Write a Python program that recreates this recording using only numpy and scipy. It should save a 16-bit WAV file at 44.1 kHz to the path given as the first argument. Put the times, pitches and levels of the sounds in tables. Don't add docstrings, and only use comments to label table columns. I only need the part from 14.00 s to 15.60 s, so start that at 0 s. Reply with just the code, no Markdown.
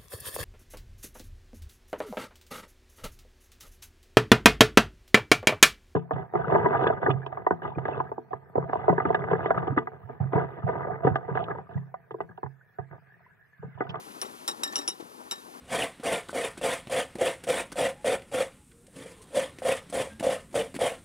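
import sys
import numpy as np
from scipy import signal
from scipy.fft import rfft, irfft, next_fast_len
from scipy.io import wavfile
from scipy.ndimage import uniform_filter1d, map_coordinates

SR = 44100
rng = np.random.default_rng(int(sys.argv[2]) if len(sys.argv) > 2 else 0)


def voltage_ratio(decibels):
    exponent = np.asarray(decibels, float) / 20
    return 10 ** exponent


def unload_wav(signal):
    wavfile.write(
        sys.argv[1],
        SR,
        np.round(np.clip(np.atleast_2d(signal).T, -1, 1) * 32767).astype(np.int16),
    )


N = 70560
RING_TIME = np.arange(SR // 5) / SR


def unit(x):
    return x / np.sqrt(np.mean(x ** 2) + 1e-20)


def along(points, hz, order=1):
    rows = np.transpose(points)
    return np.interp(np.log(hz + 1), np.log(rows[0] + 1), rows[order])


def curve(rows):
    return np.interp(np.arange(N) / SR, *np.transpose(rows))


def wobble(rate):
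    knots = rng.standard_normal(int(N * 200 / SR) + 4)
    return map_coordinates(knots, [np.arange(N) * min(rate, 200) / SR])


def filtered(x, response):
    m = next_fast_len(N + SR // 4)
    return irfft(rfft(x, m) * response(np.fft.rfftfreq(m, 1 / SR)), m)[..., :N]


def resonances(rows):
    def response(f):
        total = 0
        for k, (centre, width, db) in enumerate(rows):
            damping = 1j * f * width
            total = total + (-1) ** k * voltage_ratio(db) * damping / (centre * centre - f * f + damping)
        return total
    return response


def rush(spectrum, patchy_db):
    z = signal.stft(rng.standard_normal(N), nperseg=512)[2]
    field = uniform_filter1d(uniform_filter1d(rng.standard_normal(z.shape), 6, 0), 10, 1)
    x = signal.istft(z * voltage_ratio(patchy_db * unit(field)), nperseg=512)[1][:N]
    return unit(filtered(x, lambda hz: voltage_ratio(along(spectrum, hz))))


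def add(track, s, piece):
    track[round(s * SR):][:len(piece)] += piece


def fade(db, t60):
    return voltage_ratio(db - 60 * RING_TIME / t60)


def onset(rise_s):
    return 1 - np.exp(-RING_TIME / rise_s)


def pawl():
    # start_s, edgewise_db, flat_low_db, flat_high_db, tip_db
    contacts = [(.2152, -51, -41, -28.5, -31), (.2232, -49, -53, -38, -33), (.248, -72, -70, -66, -68),
                (.254, -49.5, -62, -67, -70), (0.2638, -53, -61, -50, -57), (0.4779, -29, -30.5, -44, -53),
                (.4817, -32.5, -33.5, -32, -54), (0.4894, -36.5, -41, -36, -43), (.513, -40, -45, -59, -66),
                (.524, -63, -73, -63, -66), (0.6339, -28, -36, -31, -38), (0.6363, -31, -32, -30, -31),
                (0.6468, -41.5, -34, -54, -44), (0.6568, -60, -42, -40, -58), (0.669, -64, -46, -55, -58),
                (.6757, -39.5, -47, -54, -64), (0.692, -57, -50, -63, -72), (.7568, -54, -38, -22, -34),
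                (0.7652, -39, -38, -30.5, -37), (0.78, -39, -38, -41.5, -43), (.788, -38, -45, -32, -50),
                (0.816, -47, -49, -51, -66), (.83, -57, -47.5, -62, -75), (.8776, -45, -28.5, -23.5, -30.5),
                (0.8855, -49, -47, -33.5, -23), (.8925, -55, -50, -34, -43), (.9005, -60, -42, -34.5, -53),
                (.91, -66, -57, -49, -44), (0.926, -54, -62, -56, -66), (1.3106, -32, -38, -41, -56),
                (1.3127, -34.5, -32.5, -34, -54), (1.3205, -36.5, -38, -37, -36.5),
                (1.348, -71, -70, -67, -68), (1.356, -51.5, -57, -62, -72), (1.382, -53.5, -72, -72, -74)]
    # pitch_hz, level_db, t60_s
    edgewise = [(3804, 0, .11), (7433, -2, .06), (7036, -14, .025), (12375, -14, .05), (10580, -20, .03)]
    flat_low = [(5456, 0, .12), (5760, -8, .015), (1340, -15, .11)]
    flat_high = [(5585, 0, .07), (6200, -12, .01)]
    tip = [(9785, 0, .045), (10210, -12, .04)]
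    # start_s, level_db, t60_s
    scrapes = [
        (.7238, -33, .012),
        (.7265, -35, .025),
        (.996, -50, .02),
    ]
    # freq_hz, level_db
    crack_colour = [(600, -5), (1500, -5), (4000, -5), (8300, -0.5), (12500, -5.5), (15000, -23),
                    (16000, -31)]
    # freq_hz, level_db
    dull_colour = [(600, -16.5), (1500, -19), (3200, -0.5), (4400, -7.5), (6000, 6), (8300, -7.5),
                   (10000, -26), (13000, -45)]
    scatter_db, drift_turns = 0.06, 0.05
    damp_db, damp_s = -15, 0.0026
    hardness = 0.45
    dull_db = -5

    ring, sharp, dull = np.zeros((3, N + SR))
    t = RING_TIME
    rise = onset(0.00027)
    noise_fade = fade(-2, 0.014) + fade(-13.5, 0.021)
    luck = rng.standard_normal((len(contacts), 40))
    drift = drift_turns * np.array([wobble(120) for _ in range(4)])
    next_starts = [row[0] for row in contacts[1:]] + [9]
    for (s, *levels), next_s, draw in zip(contacts, next_starts, luck):
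        first = round(s * SR)
        modes = []
        for family, level in zip((edgewise, flat_low, flat_high, tip), levels):
            modes += [(hz, db + level, t60) for hz, db, t60 in family]
        tone = 0
        for k, (hz, db, t60) in enumerate(modes):
            path = drift[k % 4, first:][:len(t)]
            turns = hz * t + path - path[0]
            tone = tone + fade(db + scatter_db * draw[k], t60) * np.sin(2 * np.pi * turns)
        choke = voltage_ratio(damp_db * np.clip((t - next_s + s) / damp_s, 0, 1))
        add(ring, s, tone * rise * choke)
        for track, level in ((sharp, levels[0]), (dull, levels[2])):
            add(track, s, rise * voltage_ratio(level + hardness * (level + 32.5)) * noise_fade)
    for s, db, t60 in scrapes:
        add(dull, s, fade(db, t60) * onset(0.0017))
    crack = sharp[:N] * rush(crack_colour, patchy_db=-2.5)
    return ring[:N] + crack + voltage_ratio(dull_db) * dull[:N] * rush(dull_colour, patchy_db=-1.0)


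def crank():
    # start_s, level_db, t60_s
    hums = [
        (0.214, -39, 0.045),
        (0.478, -49.5, 0.21),
        (0.632, -49, 0.35),
        (.645, -48.5, 0.4),
        (0.724, -29, 0.015),
        (.758, -72, 0.11),
        (0.778, -48, 0.074),
        (0.816, -52.5, 0.28),
        (.878, -60, 0.16),
        (1.315, -45.5, 0.19),
    ]
    pitch_hz = 1779
    hum = np.zeros(N + SR)
    for s, db, t60 in hums:
        add(hum, s, fade(db, t60) * onset(0.0041) * np.sin(2 * np.pi * pitch_hz * (s + RING_TIME)))
    return hum[:N]


def pin():
    # start_s, pitch_hz, level_db, t60_s
    pin_rings = [(.217, 2895, -41, .06), (.224, 9107, -50, .15), (.223, 14050, -51, .05),
                 (.481, 2895, -47, .2), (.482, 9107, -35, .11), (.488, 14310, -52, .06),
                 (.523, 9107, -54, .07), (.482, 7433, -33, .05), (.635, 2895, -44, .12),
                 (.634, 9107, -45, .12), (.636, 14280, -52, .04), (.758, 2895, -39, .3),
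                 (.758, 10210, -44, .06), (.765, 10210, -40, .05), (.765, 13900, -56, .03),
                 (.758, 9107, -53, .2), (.788, 9107, -45, .11), (.636, 12375, -43, .07),
                 (.7568, 6150, -34, .012), (.878, 3300, -38, .02), (.88, 2895, -42, .17),
                 (.882, 3804, -42, .45), (.884, 9107, -45, .09), (.884, 14030, -48, .06),
                 (.886, 14310, -54, .04), (.89, 10210, -44, .06), (.9005, 7433, -43, .04),
                 (1.312, 2895, -43, .09), (1.312, 9107, -52, .15), (1.313, 14045, -52, .06),
                 (1.318, 10210, -47, .06)]
    stops = [.255, .512, .7, 0.785, .823, .935, 1.36]
    ring = np.zeros(N + SR)
    for s, hz, db, t60 in pin_rings:
        left_s = min([stop - s for stop in stops if stop > s], default=1)
        stilled = voltage_ratio(-20 * np.clip((RING_TIME - left_s) / 0.0024, 0, 1))
        add(ring, s, fade(db, t60) * stilled * onset(0.00033) * np.sin(2 * np.pi * hz * RING_TIME))
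    return ring[:N]


def ticks():
    # start_s, level_db, brightness_db
    tick_hits = [(.2155, -20, -30), (0.2236, -30, -13), (0.4789, -17, -20), (0.4814, -16, -13),
                 (.4827, -33, -5), (.513, -27, -4), (0.5138, -32, -25), (.6345, -31, -8), (.637, -24, -3),
                 (0.677, -36, 0), (.7243, -28, -16), (0.727, -48, -15), (.7573, -42, -9), (0.765, -22, -5),
                 (0.79, -37, -3), (0.8782, -27, -25), (.901, -33, -3), (0.997, -48, -40), (1.3108, -30, -8),
                 (1.3127, -31, -13), (1.3244, -34, -10)]
    t60_s = 0.002
    dull, bright = np.zeros((2, N + SR))
    t = np.arange(SR // 100) / SR
    for s, db, bright_db in tick_hits:
        snap = rng.standard_normal(len(t))
        piece = voltage_ratio(db - 60 * t / t60_s) * snap / np.abs(snap[:8]).max()
        add(dull, s, piece)
        add(bright, s, voltage_ratio(bright_db) * piece)
    body = filtered(dull[:N], resonances([(4500, 7000, 0)]))
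    return body + filtered(bright[:N], resonances([(12800, 3000, 0)]))


def housing():
    # start_s, level_db, pitch_hz, t60_s, upper_db
    thuds = [(0.101, -44, 205, 0.12, -54.5), (0.217, -37.5, 380, 0.13, -33.5),
             (0.248, -19.5, 314, 0.012, -47), (.262, -27, 420, 0.025, -62), (.303, -36, 290, 0.017, -54),
             (0.481, -39.5, 350.5, 0.17, -31.5), (0.586, -43, 236.5, 0.19, -82),
             (0.636, -42, 366, 0.06, -39.5), (.658, -40.5, 291.5, 0.13, -43),
             (0.729, -33, 320, 0.052, -39.5), (0.757, -45.5, 426.7, 0.25, -37),
             (0.787, -29, 291, 0.074, -40.5), (.81, -45, 276, 0.054, -46), (0.88, -28.5, 340, 0.049, -36),
             (0.9988, -26.5, 337, 0.043, -44), (1.026, -19, 300, 0.01, -82),
             (1.057, -29.5, 260, 0.016, -69), (1.318, -37.5, 373, 0.083, -35.5)]
    # centre_hz, width_hz, level_db
    upper_modes = [(540, 100, -6.5), (820, 137, 1), (1147, 41, 1.5), (1301, 42, -0.5), (2440, 2850, -11)]
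    low, high = np.zeros((2, N + SR))
    rise = onset(0.0043)
    for s, db, hz, t60, upper_db in thuds:
        phase = 2 * np.pi * hz * RING_TIME
        tone = np.sin(phase) + voltage_ratio(-5) * np.sin(1.35 * phase)
        tone = tone + fade(-7, t60) * np.sin(2.05 * phase)
        add(low, s, rise * fade(db, t60) * tone)
        add(high, s, rise * fade(upper_db, 0.089))
    return low[:N] + high[:N] * unit(filtered(rng.standard_normal(N), resonances(upper_modes)))


def walls(x):
    # freq_hz, t60_s
    wall_decay = [(300, 0.55), (3000, 0.19), (12000, 0.025)]
    hz, t, z = signal.stft(rng.standard_normal(SR // 4), SR, nperseg=256)
    tail = signal.istft(z * voltage_ratio(-60 * t / along(wall_decay, hz)[:, None]), SR, nperseg=256)[1]
    delayed = np.pad(x, (300, 0))
    return signal.fftconvolve(delayed, tail / np.linalg.norm(tail))[:N]


def grumble():
    # time_s, level_db
    load = [(0.0, -54), (0.654, -50), (0.872, -51.5), (1.032, -54.5), (1.6, -52.5)]
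    # freq_hz, level_db_per_hz
    grind_colour = [(25, -20), (100, -18), (170, -5.5), (250, 2), (420, -2), (560, -8), (950, -7.5),
                    (1500, -19)]
    lumps = voltage_ratio(3 * wobble(37) + 0.09 * wobble(11.5))
    grind = rush(grind_colour + [(3000, -40)], patchy_db=0.0)
    return voltage_ratio(curve(load)) * unit(lumps * grind)


def water():
    # time_s, level_db
    flow = [(0.0, -54.5), (0.778, -56), (0.976, -59), (1.184, -58.5), (1.6, -57)]
    # freq_hz, level_db_per_hz
    spray_colour = [(600, -17), (1000, -13.5), (2000, -14), (6000, -15), (8200, -19), (9800, -13),
                    (15200, -24), (15600, -60)]
    return voltage_ratio(curve(flow) + 0.29 * wobble(10.07)) * rush([(250, -10)] + spray_colour, patchy_db=0.3)


def port_pair(whole):
    # freq_hz, left_over_right_db, right_lead_rad, stray_db
    ports = [(70, 9, 1, -13), (200, 13.5, 0.5, -12), (380, 21.5, -1.5, 0), (495, 22, 2, -2),
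             (653, 10, 2.5, -3), (1240, 5, 3, -41), (2290, -0.5, 2, -24), (5550, 1, 1.5, -30),
             (9800, 2.5, 1.13, -15), (14200, 6, 1.17, -5)]

    def right_over_left(hz):
        return voltage_ratio(-along(ports, hz)) * np.exp(1j * along(ports, hz, order=2))

    def stray_gain(hz):
        ratio = right_over_left(hz)
        return abs(2 * ratio / (1 + ratio)) * voltage_ratio(along(ports, hz, order=3))

    left = filtered(whole, lambda hz: 2 / (1 + right_over_left(hz)))
    stray = filtered(grumble() + water(), stray_gain)
    return np.array([left - stray, 2 * whole - left + stray])


def scene():
    hits = pawl() + crank() + pin() + ticks() + housing()
    echo = voltage_ratio(-24) * walls(hits)
    return port_pair(hits + echo + grumble() + water())


def band_limit(x):
    return signal.sosfilt(signal.butter(12, 16300, fs=SR, output="sos"), x)


def record(dry):
    low_cut_hz, top_hz = 69, 16150

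    def band(hz):
        return (hz < top_hz) * (1j * hz / (1j * hz + low_cut_hz)) ** 2

    mix = filtered(dry, band)
    return band_limit(mix)


dry = scene()
out = record(dry)
unload_wav(out)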